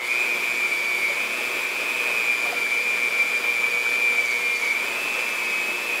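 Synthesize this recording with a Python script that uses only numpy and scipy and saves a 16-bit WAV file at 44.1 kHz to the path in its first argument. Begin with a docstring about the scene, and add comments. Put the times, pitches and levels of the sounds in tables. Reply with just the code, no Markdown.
"""A steady, throbbing motor whine with a mains buzz: an electric hand mixer beats a soft mixture in a bowl, close by.
The motor whines at twelve times the shaft speed, sags under load and throbs once per beater turn.
Shaft orders whirr, whistle and form a faint treble comb, the motor iron hums and air rushes through the vents.
The beaters churn as shaped noise with tiny splashes; a few rubs are narrow hiss, plops and taps short ringing modes."""
import sys
import numpy as np
from scipy import signal
from scipy.fft import rfft, irfft
from scipy.io import wavfile
from scipy.ndimage import uniform_filter1d

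SR = 44100
rng = np.random.default_rng(int(sys.argv[2]) if len(sys.argv) > 2 else 0)


def waveform_to_disk(signal):
    """Save audio, clipped to [-1, 1], as 16-bit WAV at the path in sys.argv[1]."""
    frames = np.transpose(np.atleast_2d(signal))
    scaled = np.clip(frames, -1, 1) * 32767
    samples = np.round(scaled).astype(np.int16)
    wavfile.write(sys.argv[1], SR, samples)


N = 264600
TIME = np.arange(N) / SR
PULSE_HZ = 120  # motor torque pulses, two per mains cycle
GEAR_RATIO = 28.58  # shaft turns per beater turn

# treble spectrum of vent fizz and comb, before housing peaks and ripple: (frequency [Hz], relative density [dB])
FIZZ_SPECTRUM = [(3000, -31), (6500, -5), (8800, 2), (10500, 0), (12300, -0.5), (14500, -4), (15700, -10)]


def gain_of(db):
    """Decibels to amplitude gain."""
    return 10 ** (np.asarray(db) / 20)


def evened(x):
    """Scales to rms 1."""
    return x / np.sqrt(np.mean(abs(x) ** 2) + 1e-20)


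def curves(rows):
    """Each column after the time column, interpolated over all samples."""
    s, *columns = np.transpose(rows)
    return [np.interp(TIME, s, column) for column in columns]


def swell(s, length_s):
    """Gaussian bump of height 1 at time s; length is the full width at 1/e."""
    return np.exp(-2 * (np.sqrt(2) * (TIME - s) / length_s) ** 2)


def drift(rate_hz):
    """Smooth complex noise of about rms 1, rolled off above the given rate."""
    control_hz = 1000
    hz = np.fft.fftfreq(8192, 1 / control_hz)
    noise = rng.standard_normal((8192, 2)) @ [1, 1j]
    smooth = evened(np.fft.ifft(noise / np.sqrt(1 + (hz / rate_hz) ** 4)))
    return np.interp(TIME, np.arange(len(smooth)) / control_hz, smooth)


def line(turns, scatter, rate_hz):
    """A tone of about rms 1 that flutters at random in level and phase."""
    flutter = 1 + scatter * drift(rate_hz)
    angle = np.float32(2 * np.pi * (turns - np.floor(turns)))
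    tone = flutter.real * np.cos(angle) - flutter.imag * np.sin(angle)
    return np.sqrt(2 / (1 + scatter ** 2)) * tone


def coloured(x, points, band, ripple_db):
    """Gives x a spectrum, resonance peaks and a random spectral ripple; rms 1 within the band [Hz]."""
    # housing and bowl resonances: (centre [Hz], width [Hz], peak [dB])
    housing = [(200, 19, 1.5), (386, 17, 1.5), (551, 17, -4), (688, 29, 4.5), (826, 23, 7), (903, 18, 4.5),
               (1160, 64, 3.5), (1500, 91, 1.5), (1780, 48, 6.5), (3010, 42, 4.5), (3516, 81, 4.5),
               (4740, 380, 3.5), (7600, 240, 1.5), (8140, 99, 6.5), (10580, 250, 4)]
    hz = np.fft.rfftfreq(N, 1 / SR)
    point_hz, point_db = np.transpose(points)
    db = np.interp(np.log(hz + 1), np.log(point_hz), point_db)
    for centre_hz, width_hz, peak_db in housing:
        db = db + peak_db / (1 + (2 * (hz - centre_hz) / width_hz) ** 2)
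    db = db + ripple_db * evened(uniform_filter1d(rng.standard_normal(len(hz)), size=200))
    z = rfft(x) * gain_of(db)
    in_band = (hz > band[0]) * (hz < band[1])
    return irfft(z, N) / np.std(irfft(z * in_band, N))


def leaning():
    """0 while the beaters run free, 1 while they are leaned into the mixture."""
    from_s, to_s, ease_s = 2.0, 4.69, 0.054
    return .5 * (np.tanh((TIME - from_s) / ease_s) - np.tanh((TIME - to_s) / ease_s))


def throb(turns):
    """Gain that dips once per beater turn, about equally deep throughout; mean about 1."""
    dip_at_turns, depth_free, depth_leaning = 0.81, 0.37, 0.39
    depth = np.clip(depth_free + (depth_leaning - depth_free) * leaning(), 0, 1)
    dip = np.cos(np.pi * (turns / GEAR_RATIO - dip_at_turns)) ** 8
    return (1 - depth * dip) / (1 - depth * dip.mean())


def whine(turns, speed):
    """Twelve armature slots sing; torque pulses add buzz lines on both sides of the slot tone."""
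    # whine, swelling and fading as the mixer is moved about, before surges: (time [s], level [dB])
    tone_levels = [(0.0, -36), (0.18, -26), (0.42, -29), (0.58, -26.5), (1.1, -27), (1.44, -36.5),
                   (2.3, -24.5), (2.48, -27.0), (3.56, -23.0), (3.76, -27.5), (4.04, -22), (4.34, -26.0),
                   (4.48, -47), (4.68, -23.5), (4.94, -34), (5.06, -32), (5.66, -42), (6.0, -26.5)]
    # lines one pulse rate away, before trims and surges: (time [s], lower level [dB], upper level [dB])
    inner_buzz = [(0.0, -31, -41), (0.08, -34.5, -28.5), (0.42, -27.5, -36.5), (0.88, -42, -30),
                  (0.98, -31, -32), (1.8, -32.5, -39), (2.16, -32, -29), (2.62, -37.5, -37.5),
                  (2.74, -33.5, -33), (3.58, -33.5, -35.5), (3.7, -48, -26.5), (4.3, -32, -34.0),
                  (4.5, -32.5, -20), (4.7, -30.5, -38), (5.02, -39.5, -29), (5.2, -32, -33.5),
                  (5.58, -32.0, -26.5), (6.0, -39.5, -34.5)]
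    # lines further out: (multiple of pulse rate [1], level against the untrimmed inner line on that side [dB])
    outer_buzz = [(-3, -10), (-2, -6.5), (2, -17), (3, -36)]
    # brief dropouts and surges of whine and buzz: (time of peak [s], length [s], level change [dB])
    surges = [(0.118, 0.028, 6.5), (0.37, 0.12, -4), (0.633, 0.013, 5), (1.045, .06, 2.5),
              (2.538, 0.053, -9), (3.102, 0.024, -10), (3.205, 0.027, 4), (3.419, 0.051, -12),
              (3.642, 0.014, 6.5), (3.907, 0.044, 1.5), (4.07, 0.021, 3), (4.19, 0.024, 5),
              (4.228, 0.025, -8), (4.789, 0.013, -17)]
    inner_trims = [(-1, -0.28), (1, -0.78)]  # (multiple of pulse rate, dB)
    resonance_edge_hz = 2085
    lower_lag_turns = 0.26  # lower lines against upper: 0 = pure throb, .5 = pure warble

    slots, slot_hz = 12 * turns, 12 * speed
    tone_db, = curves(tone_levels)
    lower_db, upper_db = curves(inner_buzz)
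    wobble_db = 1.8 * drift(rate_hz=24).real
    tone = gain_of(wobble_db) * line(slots, scatter=.26, rate_hz=20)
    out = gain_of(tone_db) * throb(turns) * evened(tone)
    for k, db in inner_trims + outer_buzz:
        # the lines' phase wanders at random: buzz turns from throb to warble and back
        lag = .17 * drift(rate_hz=2).real + (k < 0) * lower_lag_turns
        offset_hz = k * PULSE_HZ
        # the housing is quiet below its resonance
        radiated = 1 / np.sqrt(1 + (resonance_edge_hz / (slot_hz + offset_hz)) ** 60)
        level = radiated * gain_of(db + (lower_db if k < 0 else upper_db))
        out += level * line(slots + offset_hz * TIME + lag, scatter=.26, rate_hz=12)
    surge_db = sum(db * swell(s, length_s) for s, length_s, db in surges)
    return out * gain_of(surge_db)


def beaters(turns, speed):
    """Wet churning: noise and many tiny splashes, louder at speed and as each blade cuts the mixture."""
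    # churn spectrum before housing peaks and ripple: (frequency [Hz], relative density [dB])
    spectrum = [(22, -40), (48, -33), (78, -16.5), (115, -10.5), (155, -16), (200, -9), (300, -3),
                (390, 1.5), (560, 3.5), (780, -1), (1150, 0.5), (1700, -2.5), (2600, -0.5), (5000, -21.5)]
    # brief swells of the churn; a row of 0 dB adds none: (time of peak [s], length [s], boost [dB])
    churn_swells = [(1.424, 0.068, 2.5), (2.457, .05, 3.5), (2.806, 0.022, 0)]
    cruise_turns_per_s, cruise_db, db_per_turn_per_s = 200, -37, 0.1
    splashes_per_s, blade_count = 500, 4

    chance, size = rng.random(N), np.minimum(rng.exponential(1, N), 4)
    splashes = (chance < splashes_per_s / SR) * gain_of(6.1 * size) * rng.choice([-1, 1], N)
    drive = rng.standard_normal(N) + 0.29 * evened(splashes)
    churn_db = cruise_db + db_per_turn_per_s * (speed - cruise_turns_per_s)
    churn_db = churn_db + sum(db * swell(s, length_s) for s, length_s, db in churn_swells)
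    blades_db = 0.51 * np.sin(2 * np.pi * blade_count * turns / GEAR_RATIO)
    wander_db = 1.2 * drift(rate_hz=4.7).real
    churn = coloured(drive, spectrum, band=(520, 1900), ripple_db=1.52)
    return gain_of(churn_db + blades_db + wander_db) * churn


def vents():
    """Cooling air and its fizz, pulsing slightly at the torque pulse rate and fluttering together."""
    # air spectrum before housing peaks and ripple: (frequency [Hz], relative density [dB])
    air_spectrum = [(60, -48), (500, -20), (1500, -3), (2000, 1), (2350, 18), (2750, 0), (3400, 2),
                    (4100, -2), (5500, -3), (7500, -7), (10000, -26.5), (16000, -34)]
    pulse = np.cos(2 * np.pi * PULSE_HZ * TIME)
    flutter_db = .35 * drift(rate_hz=30).real
    air_db = -39.5
    fizz_db = -46.5 + 3 * swell(s=1, length_s=.1)  # one brief brightening
    air = coloured(rng.standard_normal(N) * (1 + .07 * pulse), air_spectrum, band=(3000, 6500), ripple_db=1.47)
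    fizz = coloured(rng.standard_normal(N) * (1 + .05 * pulse), FIZZ_SPECTRUM, band=(8000, 15500), ripple_db=2.0)
    return gain_of(flutter_db) * (gain_of(air_db) * air + gain_of(fizz_db) * fizz)


def hum():
    """Motor iron hums at multiples of the torque pulse rate; leaning shifts weight to the highest."""
    # (multiple of pulse rate [1], level running free [dB], level leaning [dB])
    hum_lines = [(2, -55.5, -56.5), (3, -48, -57), (4, -48.5, -43.5)]
    lean = leaning()
    out = np.zeros(N)
    for k, free_db, leaning_db in hum_lines:
        level = gain_of(free_db + (leaning_db - free_db) * lean)
        out += level * line(k * PULSE_HZ * TIME + rng.random(), scatter=0.32, rate_hz=6.1)
    return out


def whirr(turns, speed):
    """Shaft orders, some whistling across resonances; torque pulses rock the shaft, splitting high ones most."""
    # shaft, commutator and gear lines: (multiple of shaft speed [1], level [dB])
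    steady_lines = [(1, -60.5), (5, -53), (6, -58), (7, -54), (8, -58.5), (9, -56.5), (10, -52),
                    (16, -51.5), (24, -57), (36, -57.5), (48, -69), (52, -77), (53, -60), (60, -79),
                    (72, -73)]
    # orders crossing a resonance, level at its centre before pulsing:
    # (multiple of shaft speed [1], resonance [Hz], width [Hz], level [dB])
    whistles = [(7, 1372, 18, -47), (24, 4575, 190, -50), (24, 4760, 66, -61), (36, 7000, 310, -58),
                (36, 7330, 160, -58), (48, 10100, 230, -53.5), (60, 12420, 230, -56), (72, 14680, 250, -57)]
    rocked = turns + 0.0053 * np.sin(2 * np.pi * PULSE_HZ * TIME)
    steady, passing = np.zeros(N), np.zeros(N)
    for k, db in steady_lines:
        steady += gain_of(db) * line(k * rocked, scatter=1.0, rate_hz=12.3)
    for k, hz, width_hz, db in whistles:
        resonance = 1 / np.hypot(1, 2 * (k * speed - hz) / width_hz)
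        passing += gain_of(db) * resonance * line(k * rocked, scatter=1.0, rate_hz=17)
    return steady + passing * (1 + 0.68 * np.cos(2 * np.pi * PULSE_HZ * TIME))


def treble_comb(turns):
    """A faint treble comb of shaft orders, each fading in and out at random."""
    comb = sum(line(k * turns, scatter=2, rate_hz=7) for k in np.arange(start=38, stop=76, step=2))
    return gain_of(-53.5) * coloured(comb, FIZZ_SPECTRUM, band=(8000, 15500), ripple_db=5.0)


def knocks():
    """Air pockets plop and beaters tap the bowl: each is one briefly ringing mode with a soft start."""
    # (onset [s], level before soft start and decay [dB], pitch [Hz], t60 [s])
    modes = [(1.098, -29.5, 567, 0.13), (2.452, -25, 1150, 0.036), (2.456, -27, 706, 0.078),
             (2.526, -22, 712, 0.069), (2.664, -21, 1680, 0.028), (3.865, -17, 1470, 0.018),
             (4.312, -31, 6050, .025), (4.566, -32, 6500, .02), (4.598, -28, 6900, 0.018)]
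    out, t = np.zeros(N), np.arange(SR // 5) / SR
    for s, db, hz, t60_s in modes:
        soft_start = 1 - np.exp(-t / 0.00073)
        ring = gain_of(db - 60 * t / t60_s) * np.sin(2 * np.pi * hz * t) * soft_start
        out[round(s * SR):][:len(t)] += ring
    return out


def rubs():
    """Beater wire sliding on the bowl wall gives an uneven, narrow hiss."""
    # (time of peak [s], length [s], level before the uneven pressure [dB])
    strokes = [(4.3, 0.31, -48), (4.62, 0.23, -46), (5.3, 0.42, -47.5)]
    # hiss spectrum before housing peaks and ripple: (frequency [Hz], relative density [dB])
    spectrum = [(4000, -28), (5500, -8), (6100, 7), (6700, -3), (7500, -2), (8500, -20), (14000, -35)]
    pressure = sum(gain_of(db) * swell(s, length_s) for s, length_s, db in strokes)
    hiss = coloured(rng.standard_normal(N), spectrum, band=(4000, 9000), ripple_db=4.0)
    return pressure * abs(drift(rate_hz=42)) * hiss


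def scene():
    """Shaft speed drives whine, whirr, comb and churn; one spot, so both channels are alike."""
    # sags under load and recovers: (time [s], shaft speed [turns/s])
    shaft = [(0.0, 179.8), (0.21, 203.4), (0.44, 205.4), (0.8, 190.2), (1.09, 192.5), (1.25, 206.0),
             (1.39, 209.6), (1.51, 204.9), (1.85, 209.1), (2.37, 197.5), (2.5, 198.7), (2.69, 194.4),
             (2.88, 199.7), (2.98, 196.5), (3.21, 195.7), (3.34, 198.7), (3.5, 198.0), (3.77, 190.8),
             (4.03, 198.1), (4.3, 190.6), (4.51, 187.6), (4.7, 191.2), (4.99, 208.5), (5.22, 211.2),
             (5.43, 202.5), (5.65, 202.2), (5.79, 208.2), (6.0, 208.9)]
    speed, = curves(shaft)
    turns = np.cumsum(uniform_filter1d(speed, size=2500, mode="nearest")) / SR
    spin_up_s = 0.049
    spin_up = gain_of(-9 * np.maximum(1 - TIME / spin_up_s, 0))
    motor = whine(turns, speed) + spin_up * (whirr(turns, speed) + hum() + treble_comb(turns) + vents())
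    mix = motor + beaters(turns, speed) + rubs() + knocks()
    return np.array([mix, mix])


def record(dry):
    """Upper band limit: a steep linear-phase low-pass."""
    edge_hz = 15720
    low_pass = signal.firwin(1023, edge_hz, window=("kaiser", 9), fs=SR)
    return signal.oaconvolve(dry, low_pass[None], "same")


dry = scene()
out = record(dry)
waveform_to_disk(out)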